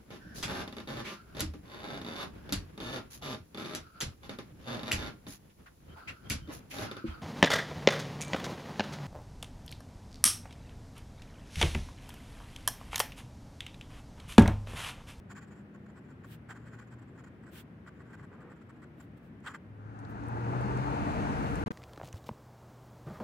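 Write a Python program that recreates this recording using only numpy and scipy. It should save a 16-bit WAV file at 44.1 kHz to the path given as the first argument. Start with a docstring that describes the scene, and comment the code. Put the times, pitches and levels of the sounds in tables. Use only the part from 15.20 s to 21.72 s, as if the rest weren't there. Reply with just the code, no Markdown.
"""A fountain pen scratches a few words on a sheet of paper, over the low hum of distant traffic.
The nib drags across the fibres, shaking the sheet and setting its steel tines faintly ringing;
between words the hand slides over the paper. The scene then fades over to a pavement, where a vehicle
accelerates past, its exhaust note climbing and its tyres swelling to a rush as the treads pump air.
Near the end the sound cuts out twice, very briefly."""
import sys
import numpy as np
from scipy import signal
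from scipy.fft import rfft, irfft
from scipy.io import wavfile
from scipy.ndimage import uniform_filter1d

SR = 44100
rng = np.random.default_rng(int(sys.argv[2]) if len(sys.argv) > 2 else 0)


def master_out(mix):
    """Clip the mix to full scale and print it as 16-bit PCM to the path in sys.argv[1]."""
    frames = np.transpose(np.atleast_2d(mix))
    ceiling = np.clip(frames, -1, 1)
    pcm = np.round(ceiling * 32767).astype(np.int16)
    wavfile.write(sys.argv[1], SR, pcm)


N = 287517
TIME = np.arange(N) / SR
FREQS = np.maximum(np.fft.rfftfreq(N, 1 / SR), 1)


def from_db(db):
    """Decibels to gain."""
    return 10 ** (np.asarray(db) / 20)


def rms_one(x):
    """Scale to unit power."""
    return x / np.sqrt(np.mean(x ** 2) + 1e-20)


def in_time(rows):
    """Breakpoints (time_s, values...) to one automation curve per value."""
    time_s, *columns = np.transpose(rows)
    return [np.interp(TIME, time_s, column) for column in columns]


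def per_hz(points):
    """Breakpoints (freq_hz, value) to a curve over frequency."""
    hz, value = np.transpose(points)
    return np.interp(np.log(FREQS), np.log(hz), value)


def drift(rate_hz):
    """Slow random wander; rms 1."""
    return rms_one(irfft(rfft(rng.standard_normal(N)) / (1 + (FREQS / rate_hz) ** 2), N))


def white():
    """Two unrelated white noises."""
    return rng.standard_normal((2, N))


def stereo(pair, likeness):
    """Mix two unrelated signals as mid and side, with a left-right correlation set by band."""
    alike = np.clip(per_hz(likeness), -.99, .99)
    mid, side = rfft(pair)
    return irfft(np.sqrt(1 + alike) * mid + np.sqrt(1 - alike) * side * [[1], [-1]], N)


def pan(balance_db):
    """Left and right gains; positive leans left."""
    return from_db(np.array([[balance_db], [-balance_db]]) / 2)


def colour(x, spectrum):
    """Shape a signal with an EQ curve; rms 1."""
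    return rms_one(irfft(rfft(x) * from_db(per_hz(spectrum)), N))


def resonate(x, hz, width_hz):
    """One resonance, gain 1 at its peak."""
    radius = np.exp(-np.pi * width_hz / SR)
    feedback = [1, -2 * radius * np.cos(2 * np.pi * hz / SR), radius ** 2]
    return signal.lfilter(np.array([1, 0, -1]) * (1 - radius ** 2) / 2, feedback, x)


def band(x, hz, width_hz):
    """A resonance with steep skirts; rms 1."""
    return rms_one(resonate(resonate(x, hz, width_hz), hz, width_hz))


def firing(hz, waver):
    """Phase of an engine that never runs quite evenly."""
    return 2 * np.pi * np.cumsum(hz * (1 + waver * drift(11.5))) / SR


def street_fade(start_s=4.47, end_s=5.375):
    """Crossfade from the writing (0) to the street (1)."""
    return np.interp(TIME, [start_s, end_s], [0, 1])


# Tone of the distant traffic bed: freq_hz, gain_db
TRAFFIC_EQ = [(25, -50), (48, -23), (64, -10.5), (80, -2.5), (115, 1), (220, -1), (330, -6), (550, -13),
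              (900, -17.5), (1700, -17.5), (2700, -27), (4200, -39.5), (7000, -47.5), (16000, -51.5)]
# Its stereo image, wider in the highs: freq_hz, correlation
FAR_IMAGE = [(60, 1), (150, 0.98), (300, 0.9), (600, 0.71), (1200, 0), (3000, 0), (16000, 0.16)]
# A far motor gathering speed: time_s, firing_hz, firing_db, octave_db
FAR_MOTOR_REVS = [(0, 99, -59, -59.5), (.6, 103, -65, -53.5), (.9, 110.3, -76, -68),
                  (1.15, 114.2, -55.5, -59), (1.45, 114.3, -56.5, -62), (1.75, 120.7, -52.5, -66.5),
                  (2.0, 129.5, -66, -95), (2.5, 131.3, -94, -89)]
def distant_traffic(rumble_db=-52.0, hiss_db=-64.0, split_hz=450, hum_hz=64.8, hum_db=-69):
    """Dull rumble and road hiss with a steady hum and one far motor; they fade as the street comes in."""
    air = colour(stereo(white(), FAR_IMAGE), TRAFFIC_EQ)
    lows = irfft(rfft(air) / (1 + (FREQS / split_hz) ** 4), N)
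    bed = from_db(rumble_db) * rms_one(lows) + from_db(hiss_db) * rms_one(air - lows)
    firing_hz, firing_db, octave_db = in_time(FAR_MOTOR_REVS)
    phase = firing(firing_hz, waver=0.0077)
    motor = from_db(firing_db) * np.sin(phase) + from_db(octave_db) * np.sin(2 * phase)
    hum = from_db(hum_db) * np.sin(firing(hum_hz, waver=0.015))
    return (bed + np.sqrt(2) * (motor + hum)) * (1 - street_fade())


# Stereo image of all the street noise: freq_hz, correlation
STREET_IMAGE = [(30, .05), (65, 0.06), (120, 0.31), (250, 1), (900, 0.86), (2000, 0.28), (5000, 0.28),
                (16000, 0.19)]
def far_tyres(level_db=-52.0, hz=1400, width_hz=560):
    """The steady hiss of tyres farther down the street."""
    lowpass = signal.butter(6, hz + width_hz, fs=SR, output="sos")
    hiss = signal.sosfilt(lowpass, band(white(), hz, width_hz))
    return from_db(level_db) * street_fade() * stereo(hiss, STREET_IMAGE)


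PASS_S = 5.8  # the vehicle draws level
def passing(peak_db, after_s, near_s, beam=1):
    """Pass-by swell, faded in with the street: level falls with distance, faster for beamed sound."""
    distance = np.hypot(1, (TIME - PASS_S - after_s) / near_s)
    return street_fade() * from_db(peak_db) / distance ** beam


# Notes of other vehicles: pitch_at_pass_hz, climb_hz_per_s, relative_db
TRAFFIC_TONES = [(202.8, 3, -9.5), (290.8, 7, -10.5)]
def other_traffic(rough_db=4.0):
    """Other vehicles in the street add wavering, slowly climbing tones."""
    tones = np.zeros(N)
    for pitch_hz, climb_hz_per_s, relative_db in TRAFFIC_TONES:
        gain = from_db(relative_db + rough_db * drift(15))
        tones += gain * np.sin(firing(pitch_hz + climb_hz_per_s * (TIME - PASS_S), waver=0.0097))
    return np.sqrt(2) * tones


# Bands of tread hiss: pitch_hz, width_hz, peak_db, peak_after_pass_s
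TREAD_BANDS = [(700, 200, -48, .05), (2440, 310, -63.5, .05), (4230, 450, -71.5, .02),
               (10800, 5600, -73, 0.57)]
def treads(near_s=0.17):
    """Air is pumped out of the tyre treads; each pitch is beamed its own way and sweeps past."""
    air = sum(passing(peak_db, after_s, near_s) * band(white(), pitch_hz, width_hz)
              for pitch_hz, width_hz, peak_db, after_s in TREAD_BANDS)
    return stereo(air, STREET_IMAGE)


# The near engine revving up: time_s, firing_hz, level_db
ENGINE_REVS = [(4.36, 103, -92), (4.48, 104, -49.5), (4.88, 108.7, -49.5), (5.17, 114.1, -36.5),
               (5.33, 121.6, -32.5), (5.52, 126.4, -35.5), (5.69, 129.5, -44.5), (5.98, 141.5, -42),
               (6.52, 156.6, -47)]
# Partials of its exhaust: firing_multiple, relative_db
EXHAUST_ORDERS = [(1, -0.5), (1.5, -17), (2, -28), (3, -15.5), (4, -25.5)]
def engine(rough_db=1.1):
    """Exhaust orders climb as the vehicle accelerates, each fluttering in level."""
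    firing_hz, level_db = in_time(ENGINE_REVS)
    phase = firing(firing_hz, waver=0.0077)
    exhaust = sum(from_db(level_db + relative_db - rough_db * drift(6.6)) * np.sin(multiple * phase)
                  for multiple, relative_db in EXHAUST_ORDERS)
    audible = TIME > ENGINE_REVS[0][0]
    return np.sqrt(2) * audible * exhaust


# Droning resonances of the street traffic: pitch_hz, width_hz, relative_db
STREET_DRONES = [(110, 9, -33), (210.7, 14, -13.5), (282.6, 10, -12), (467.3, 14.4, -14)]
# Low road rumble, midrange tyre roar and bright tyre rush: freq_hz, gain_db
RUMBLE_EQ = [(20, -39), (35, -31), (52, 0), (70, -1), (100, 2.5), (170, -4.5), (260, -4.5), (380, -11),
             (480, -10), (700, -52), (1200, -63)]
ROAR_EQ = [(300, -7), (560, -1.5), (740, 4.5), (870, 9.5), (980, 3.5), (1150, 1), (1650, -9), (2000, -16),
           (2650, -23), (3100, -33), (5000, -91)]
RUSH_EQ = [(300, -26), (600, 8), (790, 4.5), (1000, 2.5), (1900, -1.5), (2700, -6), (3200, -13),
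           (4400, -16), (5200, -19.5), (6600, -19), (10000, -27), (12200, -32.5), (14000, -56),
           (16000, -33)]
# Panning of the tyres by band: freq_hz, left_minus_right_db
TYRE_PAN = [(400, 13), (700, 2.5), (1290, 5), (2200, -0.5), (4400, 4.5), (8000, 3.5), (15000, -11)]
def street(rumble_db=2.03, flutter_db=1.24, lag_s=0.00046):
    """Engine, rumble and tyres swell past, off to the left, so they reach the right side later."""
    low_swell = passing(peak_db=-36.5, after_s=0.43, near_s=0.83)
    roar_swell = passing(peak_db=-38.0, after_s=-0.074, near_s=0.43)
    rush_swell = passing(peak_db=-43.0, after_s=0.31, near_s=0.64, beam=1.39)
    drone = sum(from_db(relative_db) * band(rng.standard_normal(N), pitch_hz, width_hz)
                for pitch_hz, width_hz, relative_db in STREET_DRONES)
    rumble = low_swell * (from_db(rumble_db) * colour(stereo(white(), STREET_IMAGE), RUMBLE_EQ) + drone)
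    roar = roar_swell * from_db(flutter_db * drift(20)) * colour(stereo(white(), STREET_IMAGE), ROAR_EQ)
    # the bright rush takes over from the roar as the vehicle goes by
    rush = rush_swell * colour(stereo(white(), STREET_IMAGE), RUSH_EQ)
    tyre_gains = from_db(per_hz(TYRE_PAN) * [[.5], [-.5]])
    tyres = irfft(rfft(roar + rush + treads() + far_tyres()) * tyre_gains, N)
    motors = engine() + low_swell * other_traffic()
    left, right = rumble * pan(balance_db=1.3) + tyres + motors * pan(balance_db=1.5)
    return np.array([left, np.interp(TIME - lag_s, TIME, right)])


# Small ticks of the pen, then of things on the pavement: start_s, level_db, pitch_hz
TICK_CUES = [(4.202, -73, 8000), (4.789, -61, 6460), (4.799, -67, 8500), (4.849, -56.5, 3850),
             (5.035, -63, 5830), (5.067, -66, 8500), (5.084, -57, 9490), (5.410, -57, 9000),
             (5.572, -53.5, 6960), (6.355, -46.5, 7360)]
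def ticks(attack_s=0.0018, trim_db=-3.5, width_share=0.62):
    """Each tick is a short crunch around a pitch of its own."""
    track = np.zeros((2, N))
    age = TIME[:SR // 20] / attack_s
    envelope = age * np.exp(1 - age)
    for start_s, level_db, pitch_hz in TICK_CUES:
        at = int(start_s * SR)
        crunch = band(rng.standard_normal((2, len(age))), pitch_hz, width_share * pitch_hz)
        track[:, at:at + len(age)] += from_db(level_db + trim_db) * envelope * crunch
    return track


def fibres(snaps_per_s, spread_db, smooth_share):
    """Paper fibres snap free at random, a few of them hard, over smooth friction."""
    sizes = from_db(spread_db * np.minimum(rng.exponential(1, (2, N)), 4))
    snaps = (rng.random((2, N)) < snaps_per_s / SR) * sizes * np.sign(white())
    return rms_one(rms_one(snaps) + smooth_share * white())


def stroke(fastest_s, length_s):
    """The samples of one movement and its speed, which rises and falls in an arch."""
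    start_s, end_s = fastest_s - length_s / 2, fastest_s + length_s / 2
    span = slice(max(int(start_s * SR), 0), int(end_s * SR))
    return span, np.sin(np.pi * np.interp(TIME[span], [start_s, end_s], [0, 1]))


def held(start_s, end_s, edge_s):
    """Attack, hold and release of a steady contact."""
    return np.clip(np.minimum(TIME - start_s, end_s - TIME) / edge_s + 1, 0, 1)


# The hand sliding over the sheet: fastest_s, length_s, level_db
HAND_SLIDES = [(1.103, 0.18, -65), (1.133, 0.099, -58), (2.359, 0.14, -55), (2.397, .1, -55),
               (3.815, .15, -68.5), (3.978, .045, -71.5), (4.055, 0.13, -74.5), (4.906, .075, -68)]
# Skin on paper, brushing lightly and rubbing dully: freq_hz, gain_db
BRUSH_EQ = [(600, -20), (1100, -4), (1600, 0), (2100, -3), (3200, -2), (4200, -10), (6300, -15),
            (8000, -11), (10500, -13), (13000, -10), (16000, -9)]
RUB_EQ = [(250, -9), (480, 4.5), (700, -8.5), (1200, -3), (1600, -9), (2500, -20), (5000, -50), (9000, -87)]
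# Stereo images of the brushing, and of the sheet under rub and nib: freq_hz, correlation
BRUSH_IMAGE = [(1500, 0.66), (3000, 0.11), (8000, 0.16), (13000, 0.15)]
SHEET_IMAGE = [(500, 0.86), (1700, 0.93), (2500, 0.039), (4000, 0.16), (16000, 0.57)]
def hand(trim_db=-0.3, sharpness=2.85, rub_db=-57.8):
    """Skin brushes the sheet with an airy, fine-grained hiss; once, the side of the hand drags dully."""
    pressure = np.zeros(N)
    for fastest_s, length_s, level_db in HAND_SLIDES:
        span, speed = stroke(fastest_s, length_s)
        pressure[span] += from_db(level_db + trim_db) * speed ** sharpness
    grain = fibres(snaps_per_s=9800, spread_db=4.5, smooth_share=0.88)
    brush = colour(stereo(grain, BRUSH_IMAGE), BRUSH_EQ)
    rub = colour(stereo(white(), SHEET_IMAGE), RUB_EQ)
    return pressure * brush + from_db(rub_db) * held(start_s=3.12, end_s=3.33, edge_s=.03) * rub


# Resonances of the sheet under the nib: pitch_hz, width_hz, gain_db
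SHEET_MODES = [(900, 270, -13), (1105, 136, 4), (1203, 112, 7), (1500, 186, 6), (1675, 180, 3.5),
               (1915, 143, 2.5), (2120, 410, -7.5), (2730, 110, -21), (3130, 99, -15), (4420, 300, -51)]
def sheet(force, low_cut_hz=1080):
    """The paper rings in modes of alternating polarity and radiates little low end."""
    modes = sum((-1) ** k * from_db(gain_db) * resonate(force, pitch_hz, width_hz)
                for k, (pitch_hz, width_hz, gain_db) in enumerate(SHEET_MODES))
    return signal.sosfilt(signal.butter(4, low_cut_hz, "high", fs=SR, output="sos"), modes)


# The nib touching down or snagging: start_s, peak_db
NIB_CATCHES = [(1.357, -47), (1.597, -44), (2.236, -55), (2.663, -45.5), (2.803, -50), (2.995, -43.5),
               (4.281, -39), (4.345, -31.5)]
def catches():
    """Each catch of the nib is one knock on the sheet."""
    knocks = np.zeros(N)
    for start_s, peak_db in NIB_CATCHES:
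        knocks[int(start_s * SR)] = from_db(peak_db)
    unit_peak = np.abs(sheet(signal.unit_impulse(SR // 20))).max()
    return sheet(knocks + 1e-18) / unit_peak


# Friction hiss of the fibres: freq_hz, gain_db
FIBRE_EQ = [(400, -3), (800, 7.5), (2500, 2.5), (3600, -9.5), (4500, -5), (6000, -8.5), (9000, -9),
            (10000, -16), (11200, -14), (13000, -25), (16000, -16)]
# Runs of letters, nib down and held at one angle: start_s, end_s, drag_db, ring_gain_db
PEN_WORDS = [(0.092, 0.427, -78.5, -10), (.53, 1.06, -85, -15), (1.29, 1.647, -69, -14.5),
             (1.672, 2.31, -88, -13), (2.646, 3.665, -83, -19.5), (3.8, 3.83, -81, -4.5),
             (4.233, 4.372, -67.5, -15.5)]
# Pen strokes, ringing higher or lower with their direction: fastest_s, length_s, level_db, pitch_hz
PEN_STROKES = [(0.116, 0.045, -53, 7150), (0.176, .055, -53.5, 7250), (0.23, 0.048, -60, 7100),
               (.285, 0.029, -67.5, 7640), (.324, 0.042, -63.5, 7050), (0.38, 0.082, -70.5, 7500),
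               (0.553, 0.031, -63, 6860), (0.665, 0.017, -68, 7050), (.699, 0.039, -67, 7180),
               (0.778, .053, -62, 7600), (.856, 0.045, -73, 7110), (.908, 0.061, -66, 7260),
               (1.049, 0.031, -59, 7160), (1.311, 0.053, -49, 7430), (1.367, .036, -61, 7100),
               (1.477, .046, -62, 7600), (1.541, 0.043, -60.5, 6960), (1.596, 0.025, -56, 7050),
               (1.62, 0.029, -61, 7500), (1.68, 0.028, -67, 7030), (1.729, 0.054, -61, 7490),
               (1.794, 0.024, -66, 7300), (1.827, 0.03, -65, 7630), (1.888, 0.031, -68.5, 7500),
               (1.964, .032, -70, 7660), (1.995, 0.044, -60, 7100), (2.046, 0.022, -58, 6960),
               (2.075, 0.036, -63.5, 7280), (2.24, .03, -68, 7830), (2.282, 0.056, -62, 7600),
               (2.68, .038, -54.5, 7390), (2.774, 0.071, -72, 7040), (2.81, .04, -62.5, 7620),
               (2.872, 0.047, -67, 7120), (2.912, .045, -63, 7600), (2.943, 0.033, -54, 7250),
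               (2.999, 0.052, -61, 7270), (3.04, 0.038, -59.5, 7530), (3.14, .05, -69, 7460),
               (3.218, 0.038, -64, 7500), (3.317, 0.05, -62, 7600), (3.37, .029, -67, 7160),
               (3.42, 0.025, -62, 7450), (3.501, 0.029, -58.5, 7700), (3.569, 0.033, -72, 7200),
               (3.634, 0.037, -57.5, 7620), (3.808, 0.018, -59.5, 7330), (4.255, .035, -56, 7600),
               (4.275, 0.035, -45, 7650), (4.3, .07, -53.5, 7200), (4.351, 0.035, -50.5, 7400)]
def pen(paper_db=-1.5, hiss_db=-14.5, rasp_db=-11, scrape_db=-66,
        nib_db=-4.0, nib_hz=7250, nib_width_hz=900, nib_hiss_db=3.5):
    """The dragging nib shakes the sheet and rings at a pitch that changes with each stroke."""
    drag = fibres(snaps_per_s=1100, spread_db=3.0, smooth_share=1.0)
    hiss = colour(drag, FIBRE_EQ)
    force = sum(from_db(drag_db) * held(start_s, end_s, edge_s=0.0087)
                for start_s, end_s, drag_db, _ in PEN_WORDS)
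    tines = force * band(drag, nib_hz, nib_width_hz)
    for fastest_s, length_s, level_db, pitch_hz in PEN_STROKES:
        span, speed = stroke(fastest_s, length_s)
        push = from_db(level_db) * speed
        force[span] += push
        tines[:, span] += push * band(drag[:, span], pitch_hz, nib_width_hz)
    # the steel tines sing inside a broader hiss, as freely as the pen's angle lets them
    ring_db, = in_time([(s, db) for start_s, end_s, _, db in PEN_WORDS for s in (start_s, end_s)])
    ring = from_db(ring_db) * (tines + from_db(nib_hiss_db) * force * hiss)
    # only the hardest strokes tear at the fibres and rasp
    effort = force / force.max()
    rasp = effort ** 2 * band(drag, hz=3050, width_hz=1300)
    scratch = from_db(paper_db) * rms_one(sheet(drag)) + from_db(hiss_db) * hiss + from_db(rasp_db) * rasp
    # a dull scrape grows more slowly with force, so light strokes sound softer
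    scrape = from_db(scrape_db) * np.sqrt(effort) * band(drag, hz=900, width_hz=400)
    return stereo(force * scratch + scrape + from_db(nib_db) * ring, SHEET_IMAGE)


def scene():
    """Writing over far traffic, then the street."""
    return pen() + catches() + hand() + ticks() + distant_traffic() * pan(balance_db=1.47) + street()


# Brief gaps of silence: start_s, end_s
GAPS = [(6.439, 6.461), (6.482, 6.506)]
def record(dry, high_cut_hz=15700):
    """The sound cuts out twice near the end; the top is cut steeply."""
    gate = 1. - sum((TIME > start_s) & (TIME < end_s) for start_s, end_s in GAPS)
    gate = uniform_filter1d(gate, size=90)  # 2 ms fades
    return irfft(rfft(dry * gate) / np.sqrt(1 + (FREQS / high_cut_hz) ** 200), N)


dry = scene()
out = record(dry)
master_out(out)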